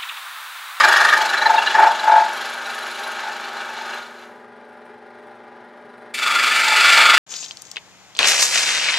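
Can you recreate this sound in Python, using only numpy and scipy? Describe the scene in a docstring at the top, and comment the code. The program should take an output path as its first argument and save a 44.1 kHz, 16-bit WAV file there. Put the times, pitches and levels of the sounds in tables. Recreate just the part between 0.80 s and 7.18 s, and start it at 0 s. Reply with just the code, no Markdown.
"""First you hear a scroll saw rasping through wood in a workshop, at about 24 strokes a second.
Its teeth click against the wood and set it ringing. The blade judders, squeaks and grabs the piece,
making it chatter on the table, then eases off and comes free. The motor hums and the linkage that
drives the blade rattles on alone, until the teeth bite into a second, harsher cut."""
import sys
import numpy as np
from scipy import signal
from scipy.fft import rfft, irfft, next_fast_len
from scipy.io import wavfile
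from scipy.ndimage import uniform_filter1d, minimum_filter1d

SR = 44100
rng = np.random.default_rng(int(sys.argv[2]) if len(sys.argv) > 2 else 0)


def wav_out(sig):
    """Save sig, one row per channel (or a flat mono array), as 16-bit PCM at SR to the path in sys.argv[1]."""
    wavfile.write(sys.argv[1], SR, np.round(np.clip(np.atleast_2d(sig).T, -1, 1) * 32767).astype(np.int16))


N = 281358
TIME_S = np.arange(N) / SR
STROKES_PER_S = 24.2
FREE_S, BITE_S = 3.68, 5.338  # the first cut ends, the second begins
USUAL_FEED_DB, IDLE_FEED_DB = -28.5, -60.5  # feed is how hard the wood is pushed into the blade
CUT_PAN_DB, TABLE_PAN_DB = .6, 1.3  # how much louder on the left


def from_db(db):
    """Turn decibels into a gain to multiply by."""
    return 10 ** (np.asarray(db) / 20)

def rms(x):
    """The average strength of a sound (root mean square)."""
    return np.sqrt(np.mean(x ** 2) + 1e-20)

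def in_time(rows):
    """Join timed points with straight lines, one curve per column."""
    times_s, *columns = np.transpose(rows)
    return [np.interp(TIME_S, times_s, column) for column in columns]

def spells(rows, attack_s, release_s):
    """A gain for events that build up, hold and die away."""
    gains = []
    for start_s, hold_s, db in rows:
        fade = np.minimum((TIME_S - start_s) / attack_s, (start_s + hold_s - TIME_S) / release_s)
        gains.append(from_db(db) * np.exp(np.clip(fade, -np.log(1e9), 0)))
    return np.max(gains, axis=0)

def follow(feed_db, usual_db, share):
    """A gain of usual_db at the usual feed, taking a share of every change in the feed."""
    return from_db(usual_db + share * (feed_db - USUAL_FEED_DB))

def band(x, low_hz, high_hz):
    """Keep the sound between two pitches."""
    return signal.sosfilt(signal.butter(4, [low_hz, high_hz], "band", fs=SR, output="sos"), x + 1e-18)

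def coloured(x, points):
    """Shape a sound's lows and highs with a smooth curve; strength 1."""
    hz, db = np.transpose(points)
    size = next_fast_len(N + SR // 10)
    octave = np.log2(np.fft.rfftfreq(size, 1 / SR) + 1)
    bass_cut_db = np.minimum(octave - np.log2(hz[0]), 0) * 24
    gain = from_db(np.interp(octave, np.log2(hz), db) + bass_cut_db)
    y = irfft(rfft(x, size) * gain, size)[:N]
    return y / rms(y)

def resonate(x, modes):
    """Ring an object's natural notes (modes); narrow ones ring longer. Strength 1."""
    y = 0
    for k, (hz, width_hz, db) in enumerate(modes):
        r = np.exp(-np.pi * width_hz / SR)
        feedback = [1, -2 * r * np.cos(2 * np.pi * hz / SR), r * r]
        y = y + (-1) ** k * from_db(db) * (1 - r * r) * signal.lfilter([1, 0, -1], feedback, x + 1e-18)
    return y / rms(y)

def contacts(turns, angles, sizes, jitter_s=.00004):
    """Clicks at the same points of every crank turn, each a little early or late."""
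    when = np.interp(np.arange(len(sizes))[:, None] + angles, turns, np.arange(N), -SR, -SR)
    at = np.round(when + jitter_s * SR * rng.standard_normal(when.shape)).astype(int)
    inside = (at >= 0) & (at < N)
    return np.bincount(at[inside], sizes[inside], N)

def rattle(turns, count, alike, spread_db, jitter_s=.00004):
    """Many small clicks a turn, whose sizes partly repeat from stroke to stroke; strength 1."""
    shape = (int(turns[-1]) + 2, count)
    sizes = np.sqrt(alike) * rng.choice([-1, 1], count) + np.sqrt(1 - alike) * rng.standard_normal(shape)
    angles = (np.arange(count) + rng.random(count)) / count - 1 / 2
    clicks = contacts(turns, angles, sizes * from_db(spread_db * rng.standard_normal(shape)), jitter_s)
    return clicks / rms(clicks)

def stroke(turns, swing_db, return_db, lag, uneven_db):
    """A gain that pulses once a stroke (swing) and twice a stroke (return); lag is in turns."""
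    angle = 2 * np.pi * (turns - lag)
    count = int(turns[-1]) + 2
    grip = np.interp(turns - lag, np.arange(count), rng.standard_normal(count))
    gain = from_db(swing_db * np.cos(angle) + return_db * np.cos(2 * angle))
    power = uniform_filter1d(gain ** 2, int(SR / STROKES_PER_S))
    return gain / np.sqrt(power) * from_db(uneven_db * grip)

def workshop(x, pan_db, echo_db, fade_s=.27, width_db=-23):
    """The direct sound plus a dying swarm of echoes, nearly alike left and right."""
    t = np.arange(SR // 2) / SR
    tails = rng.standard_normal((2, len(t))) * from_db(-60 * t / fade_s) * (t > .003)
    common, apart = from_db(echo_db) * tails / np.sqrt(np.sum(tails[0] ** 2))
    response = common + (t == 0) + from_db(width_db) * apart * [[1], [-1]]
    y = signal.fftconvolve(x[None], response, axes=1)[:, :N]
    return y * rms(x) / rms(y) * from_db([[pan_db / 2], [-pan_db / 2]])

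# The tone of the room's air: pitch_hz, relative_db
AIR_COLOUR = [(25, -26), (60, -23), (110, 3.5), (300, 7.5), (1000, -21), (4000, -16), (15000, -47)]
def room_air():
    """A faint, low rush of air lies under everything."""
    common, apart = [coloured(rng.standard_normal(N), AIR_COLOUR) for _ in range(2)]
    return from_db(-62.5) * (common + from_db(-9) * apart * [[1], [-1]])

# How far the crank runs ahead (below zero, behind): time_s, lead_turns
CRANK_LEAD = [(0, -.19), (.45, -.21), (1.1, -.11), (2, -.21), (3, -.14), (3.5, -.14), (4.2, -.24),
              (5, -.37), (6.05, -.42), (6.4, -.52)]
def crank_turns():
    """Count the crank's turns, one per stroke; its speed drifts with the load."""
    return STROKES_PER_S * TIME_S + in_time(CRANK_LEAD)[0]

# Tones of the motor and frame: pitch_hz, relative_db
HUM_TONES = [(120, -70), (240, -50.5), (360, -54), (433, -53.5), (599.3, -51.5), (864.5, -52)]
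def motor_hum():
    """The motor and the frame hum on steady pitches."""
    hum = sum(from_db(db) * np.sin(2 * np.pi * (hz * TIME_S + rng.random())) for hz, db in HUM_TONES)
    return from_db(-3.5) * np.sqrt(2) * hum

# The tone of the linkage's rattle: pitch_hz, relative_db
LINKAGE_COLOUR = [(140, -42), (210, -9.5), (290, -11.5), (360, -6), (440, 0.5), (600, -2.5), (720, -4.5),
                  (880, -4), (1100, -9), (1450, -6.5), (1900, -9), (2700, -22), (3700, -26), (5500, -34.5),
                  (15000, -68)]
# The tone of the blade's swish: pitch_hz, relative_db
SWISH_COLOUR = [(3000, -23), (6000, -15), (8000, -2), (9800, 2), (11500, -12), (15000, -12)]
def moving_parts(turns):
    """On every turn the linkage rattles and the blade swishes through the table slot."""
    clicks = rattle(turns, count=70, alike=.62, spread_db=1, jitter_s=.00008)
    clicks *= stroke(turns, swing_db=1.8, return_db=.7, lag=.067, uneven_db=.7)
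    swish = coloured(rng.standard_normal(N), SWISH_COLOUR)
    swish *= stroke(turns, swing_db=7, return_db=1, lag=-.02, uneven_db=2)
    return from_db(-44) * coloured(clicks, LINKAGE_COLOUR) + from_db(-76) * swish

# The blade catches the wood: start_s, hold_s, level_db
GRABS = [(0, 0.058, -19.5), (.2, 0.038, -23), (.39, 0.053, -20), (.665, 0.1, -12.5), (.985, 0.065, -7),
         (1.28, 0.095, -11), (2.44, 0.062, -31.5), (2.92, 0.1, -37), (5.88, 0.042, -23),
         (6.14, 0.14, -28.5)]
def grabbing():
    """How strongly the blade grabs and shakes the wood at each moment."""
    return spells(GRABS, attack_s=.035, release_s=.037)

# The saw table's ringing notes: pitch_hz, width_hz, relative_db
TABLE_MODES = [(534, 27.4, 4.5), (698, 28.5, -1), (792, 13, -13), (839.8, 34.5, -6.5), (895.7, 24.5, -2),
               (1352, 31, -19), (1606, 65, -18)]
def chatter(turns, grab, angle=-.29, bounce_turns=.47, bounce_db=-6):
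    """Each stroke slaps the grabbed wood down; it bounces once, and the table honks."""
    sizes = from_db([0, bounce_db] + rng.standard_normal((int(turns[-1]) + 2, 2)))
    slaps = contacts(turns, np.array([angle, angle + bounce_turns]), sizes)
    knocks = resonate(slaps, [(863, 138.4, -10.5), (1480, 1150, -16.5)])
    return grab * resonate(knocks, TABLE_MODES)

# The first piece's upper notes: pitch_hz, width_hz, relative_db
FIRST_JUDDER_MODES = [(1182, 19, -5.5), (1198, 47, 2.5), (1400, 31, -5.5), (1540, 62, -5), (1697, 73, 0),
                      (1859, 52, 0.5)]
# The second piece's upper notes: pitch_hz, width_hz, relative_db
SECOND_JUDDER_MODES = [(1200, 45, 0), (1310, 50, -4), (1398, 35, 0), (2130, 30, -8), (3375, 35, -3),
                       (3508, 35, -4)]
# The cut is tight around the blade: start_s, hold_s, level_db
JUDDERS = [(0, 0.048, -10.5), (.12, 0.12, -10.5), (.29, .04, -15), (.54, .06, -23.5), (.95, 0.056, -22.5),
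           (5.485, 0.062, -16), (5.66, 0.014, -21), (5.94, .15, -21.5), (6.2, 0.14, -15.5)]
def judder(turns):
    """The blade sticks and slips on the way down, making the wood cry out."""
    cries = []
    for modes, swing_db, lag in [(FIRST_JUDDER_MODES, 6.5, -.12), (SECOND_JUDDER_MODES, 2.5, -.024)]:
        slips = rattle(turns, count=60, alike=.19, spread_db=-1.5)
        slips *= stroke(turns, swing_db, return_db=-.5, lag=lag, uneven_db=1.5)
        cries.append(resonate(slips, modes))
    return np.where(TIME_S < BITE_S, *cries) * spells(JUDDERS, attack_s=.04, release_s=.058)

def sing(notes, length_s, bend_share, rough, flutter_db=3):
    """Short rubbing tones that swell, slide a little and stop; passing teeth roughen them."""
    progress = np.linspace(0, 1, int(length_s * SR))
    swell = np.sin(np.pi * progress)
    out = np.zeros(N + len(progress))
    for start_s, hz, db in notes:
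        wobble, flutter = (np.interp(progress, np.linspace(0, 1, 24), row)
                           for row in rng.standard_normal((2, 24)))
        pitch_hz = hz * (1 + bend_share * rng.standard_normal() * (progress - .5) + rough * wobble)
        tone = np.sin(2 * np.pi * np.cumsum(pitch_hz) / SR)
        at = int(np.clip(start_s * SR, 0, N))
        out[at:at + len(tone)] += from_db(db + flutter_db * flutter) * swell * tone
    return out[:N]

# Single squeaks: start_s, pitch_hz, level_db
SQUEAKS = [(.322, 1750, -12), (.362, 1715, -14), (.485, 4000, -24), (.53, 1726, -13), (.57, 4000, -22.5),
           (.61, 4000, -23.5), (.614, 1800, -17), (.654, 4010, -17), (.654, 1768, -9.5),
           (.758, 3700, -21.5), (.776, 1707, -17), (.778, 2725, -16.5), (.82, 2830, -22),
           (.862, 4010, -19.5), (.862, 1720, -13.5), (.866, 2840, -21), (.902, 3450, -28),
           (.946, 1714, -11.5), (1.188, 4010, -25.5), (1.852, 3930, -33), (1.895, 3980, -36),
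           (2.02, 3970, -32.5), (2.23, 3994, -30.5), (3.12, 2800, -31.5), (3.22, 3990, -39)]
def squeaking():
    """Blade and wood squeak briefly against each other."""
    return sing(SQUEAKS, length_s=.023, bend_share=.025, rough=.022)

# The blade leans on the side of the cut: start_s, hold_s, boost_db
RUBS = [(0, 0.46, 16), (1.55, .19, 13), (1.9, .39, 14), (5.39, .06, -1)]
def rubbing():
    """Sideways rubbing brings out the chirps and hiss; this gain never falls below 1."""
    return np.maximum(spells(RUBS, attack_s=.066, release_s=.05), 1)

def chirps(turns, gain, hz, octaves, angle, length_s, rough, count):
    """A few short notes a stroke, scattered around one blade note; wider scatter reaches lower."""
    strokes = int(turns[-1]) + 1
    angles = np.arange(strokes)[:, None] + angle + .09 * rng.standard_normal((strokes, count))
    at = np.searchsorted(turns, angles.ravel()).clip(0, N - 1)
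    octaves = np.broadcast_to(octaves, N)[at]
    pitch_draw, level_draw = rng.standard_normal((2, len(at)))
    offset = np.clip(octaves * pitch_draw - 1.7 * octaves ** 2, -1.7, .5)
    level_db = 20 * np.log10(gain[at] + 1e-9) - 9.1 * offset + 3 * level_draw
    return sing(zip(at / SR, hz * 2 ** offset, level_db), length_s, bend_share=.018, rough=rough)

def singing_blade(turns, feed_db, rub):
    """High chirps scatter wider with more feed; in the second cut a squeal replaces the lower ones."""
    scatter = np.clip(.07 * (feed_db + 35), .075, .62)
    high = chirps(turns, follow(feed_db, usual_db=-62, share=.78) * rub,
                  hz=10630, octaves=scatter, angle=-.22, length_s=.0148, rough=.0028, count=9)
    middle = chirps(turns, follow(feed_db, usual_db=-39, share=1.23),
                    hz=5456, octaves=.42, angle=-.2, length_s=.017, rough=.0029, count=5)
    low = chirps(turns, follow(feed_db, usual_db=-42.5, share=.9),
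                 hz=4020, octaves=.02, angle=-.27, length_s=.022, rough=.012, count=2)
    squeal = chirps(turns, follow(feed_db, usual_db=-33, share=.4),
                    hz=3540, octaves=.02, angle=-.32, length_s=.0214, rough=.0069, count=2)
    return high + np.where(TIME_S > BITE_S, squeal, middle + low)

def bite():
    """The first teeth catch the edge and set the second piece ringing."""
    age_s = TIME_S - BITE_S
    scrape = rng.standard_normal(N) * np.maximum(age_s, 0) * np.exp(-np.abs(age_s) / .0032)
    ring = resonate(scrape, [(2020, 130, -7), (2900, 28, 0), (3700, 80, -5), (4470, 46, -10)])
    return from_db(-26) * ring / np.max(np.abs(ring))

# The push on the first piece, as the level of its rasp: time_s, feed_db
FIRST_FEED = [(0, -20), (.42, -27), (1.0, -29.5), (1.8, -36), (2.4, -36.5), (2.72, -39), (3.16, -37.5),
              (3.29, -49), (3.44, -50), (3.56, -64.5)]
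# The push on the second piece, and the downstroke's extra level: time_s, feed_db, swing_db
SECOND_FEED = [(5.376, -27, 4.5), (5.6, -22.5, 3.5), (5.92, -19.5, 1.6), (6.14, -13.5, 2.5),
               (6.37, -16, 7.5)]
def feeding():
    """How hard the wood is pushed at each moment, and how deeply the second cut pulses."""
    first_db, = in_time(FIRST_FEED)
    second_db, swing_db = in_time(SECOND_FEED)
    return np.select([TIME_S < FREE_S, TIME_S < BITE_S], [first_db, IDLE_FEED_DB], second_db), swing_db

def tooth_sounds(teeth, modes, colour, modes_db):
    """Tooth clicks shake blade and wood, giving a ring, a rasp and a hiss, each of strength 1."""
    sound = coloured(teeth, colour) + from_db(modes_db) * resonate(teeth, modes)
    parts = [band(sound, 200, 2000), band(sound, 2000, 7800), band(sound, 7800, 17000)]
    return [part / rms(part) for part in parts]

# Ringing notes of the blade and first piece: pitch_hz, width_hz, relative_db
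FIRST_MODES = [(619, 25, -3.5), (695, 8.7, 0), (896, 85, 2), (1368, 157, 6), (1726, 37, -2), (2226, 41, 1),
               (2830, 67, -9.5), (3300, 81, -2.5), (3600, 52, -9.5), (3990, 78, -3)]
# The first cut's overall tone: pitch_hz, relative_db
FIRST_COLOUR = [(260, -54), (350, -6.5), (544, -8), (826, 3), (1000, -8), (1430, 9), (1940, -9.5),
                (4070, -14.5), (5400, -21), (7000, -22), (8300, -31.5), (10900, -24.5), (15500, -39)]
def first_cut(turns, feed_db, rub, grab):
    """The teeth rasp until the blade comes free; feed deepens the pulse, a grab adds ring."""
    swing_db = np.maximum(3.5 + .14 * (feed_db - USUAL_FEED_DB), 0)
    teeth = rattle(turns, count=220, alike=.46, spread_db=.5)
    ring, rasp, hiss = tooth_sounds(teeth, FIRST_MODES, FIRST_COLOUR, modes_db=-4)
    ring *= np.hypot(follow(feed_db, usual_db=-25, share=.85), from_db(-2) * grab ** 2)
    ring *= stroke(turns, .52 * swing_db, return_db=-1.5, lag=-.0074, uneven_db=1.5)
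    rasp *= from_db(feed_db) * stroke(turns, .65 * swing_db, return_db=1.5, lag=-.21, uneven_db=1.32)
    hiss *= follow(feed_db, usual_db=-49.5, share=.79) * rub ** .22
    hiss *= stroke(turns, 1.5 * swing_db, return_db=4, lag=-.0091, uneven_db=.6)
    return (ring + rasp + hiss) * np.clip((FREE_S - TIME_S) / .093, 0, 1)

# Ringing notes of the blade and second piece: pitch_hz, width_hz, relative_db
SECOND_MODES = [(1377, 41, 1), (1750, 19, 6), (1985, 45, -4.5), (2230, 44, 5.5), (2590, 6.4, -34),
                (3394, 62, -1), (4420, 125, -9), (4540, 28, -4), (4836, 81, -8), (7440, 39, -10)]
# The second cut's overall tone: pitch_hz, relative_db
SECOND_COLOUR = [(240, -25), (330, -23.5), (660, -14.5), (867, -9.5), (1040, -14), (1360, -2),
                 (1880, -12.5), (2320, -3), (3150, -10.5), (3410, -11.5), (5530, -20.5), (7500, -24),
                 (15500, -42)]
def second_cut(turns, feed_db, swing_db):
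    """The teeth catch all at once with a bright tear; the wood's ring builds as the blade sinks in."""
    age_s = np.maximum(TIME_S - BITE_S, 0)
    teeth = rattle(turns, count=170, alike=.33, spread_db=1.5)
    ring, rasp, hiss = tooth_sounds(teeth, SECOND_MODES, SECOND_COLOUR, modes_db=-3)
    ring *= follow(feed_db, usual_db=-29, share=.78) * (1 - np.exp(-(age_s / .071) ** 2))
    ring *= stroke(turns, .57 * swing_db, return_db=-.5, lag=.025, uneven_db=1.3)
    hiss *= follow(feed_db, usual_db=-41, share=.67) * (1 + from_db(4) * np.exp(-age_s / .0073))
    edge = (rasp * from_db(feed_db) + hiss) * stroke(turns, swing_db, return_db=.5, lag=.03, uneven_db=.7)
    return (ring + edge) * np.clip(age_s / .0074, 0, 1)

def scene():
    """The sawing follows the crank and the feed, over steady hum and air."""
    turns, grab, rub = crank_turns(), grabbing(), rubbing()
    feed_db, swing_db = feeding()
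    cutting = first_cut(turns, feed_db, rub, grab) + bite() + second_cut(turns, feed_db, swing_db)
    cries = judder(turns)
    squeaks = squeaking()
    air = room_air()
    blade = workshop(cutting + cries, CUT_PAN_DB, echo_db=-4)
    blade += workshop(squeaks + singing_blade(turns, feed_db, rub), CUT_PAN_DB, echo_db=-17.5)
    table = workshop(chatter(turns, grab), TABLE_PAN_DB, echo_db=0)
    machine = motor_hum() + workshop(moving_parts(turns), TABLE_PAN_DB, echo_db=-1)
    return air + machine + table + blade

def record(dry, lean_hz=1100, lean_share=.052, top_hz=15650):
    """The lows lean left, each side's loudest peaks are held down, and the highest treble is cut."""
    lows = signal.sosfilt(signal.butter(1, lean_hz, fs=SR, output="sos"), dry)
    sound = dry + lean_share * lows * [[1], [-1]]
    window = int(.0025 * SR)
    safe_gain = 1 / np.maximum(np.abs(sound), 1)
    limited = sound * uniform_filter1d(minimum_filter1d(safe_gain, window), window)
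    return signal.sosfilt(signal.ellip(12, .1, 80, top_hz, fs=SR, output="sos"), limited)

dry = scene()
out = record(dry)
wav_out(out)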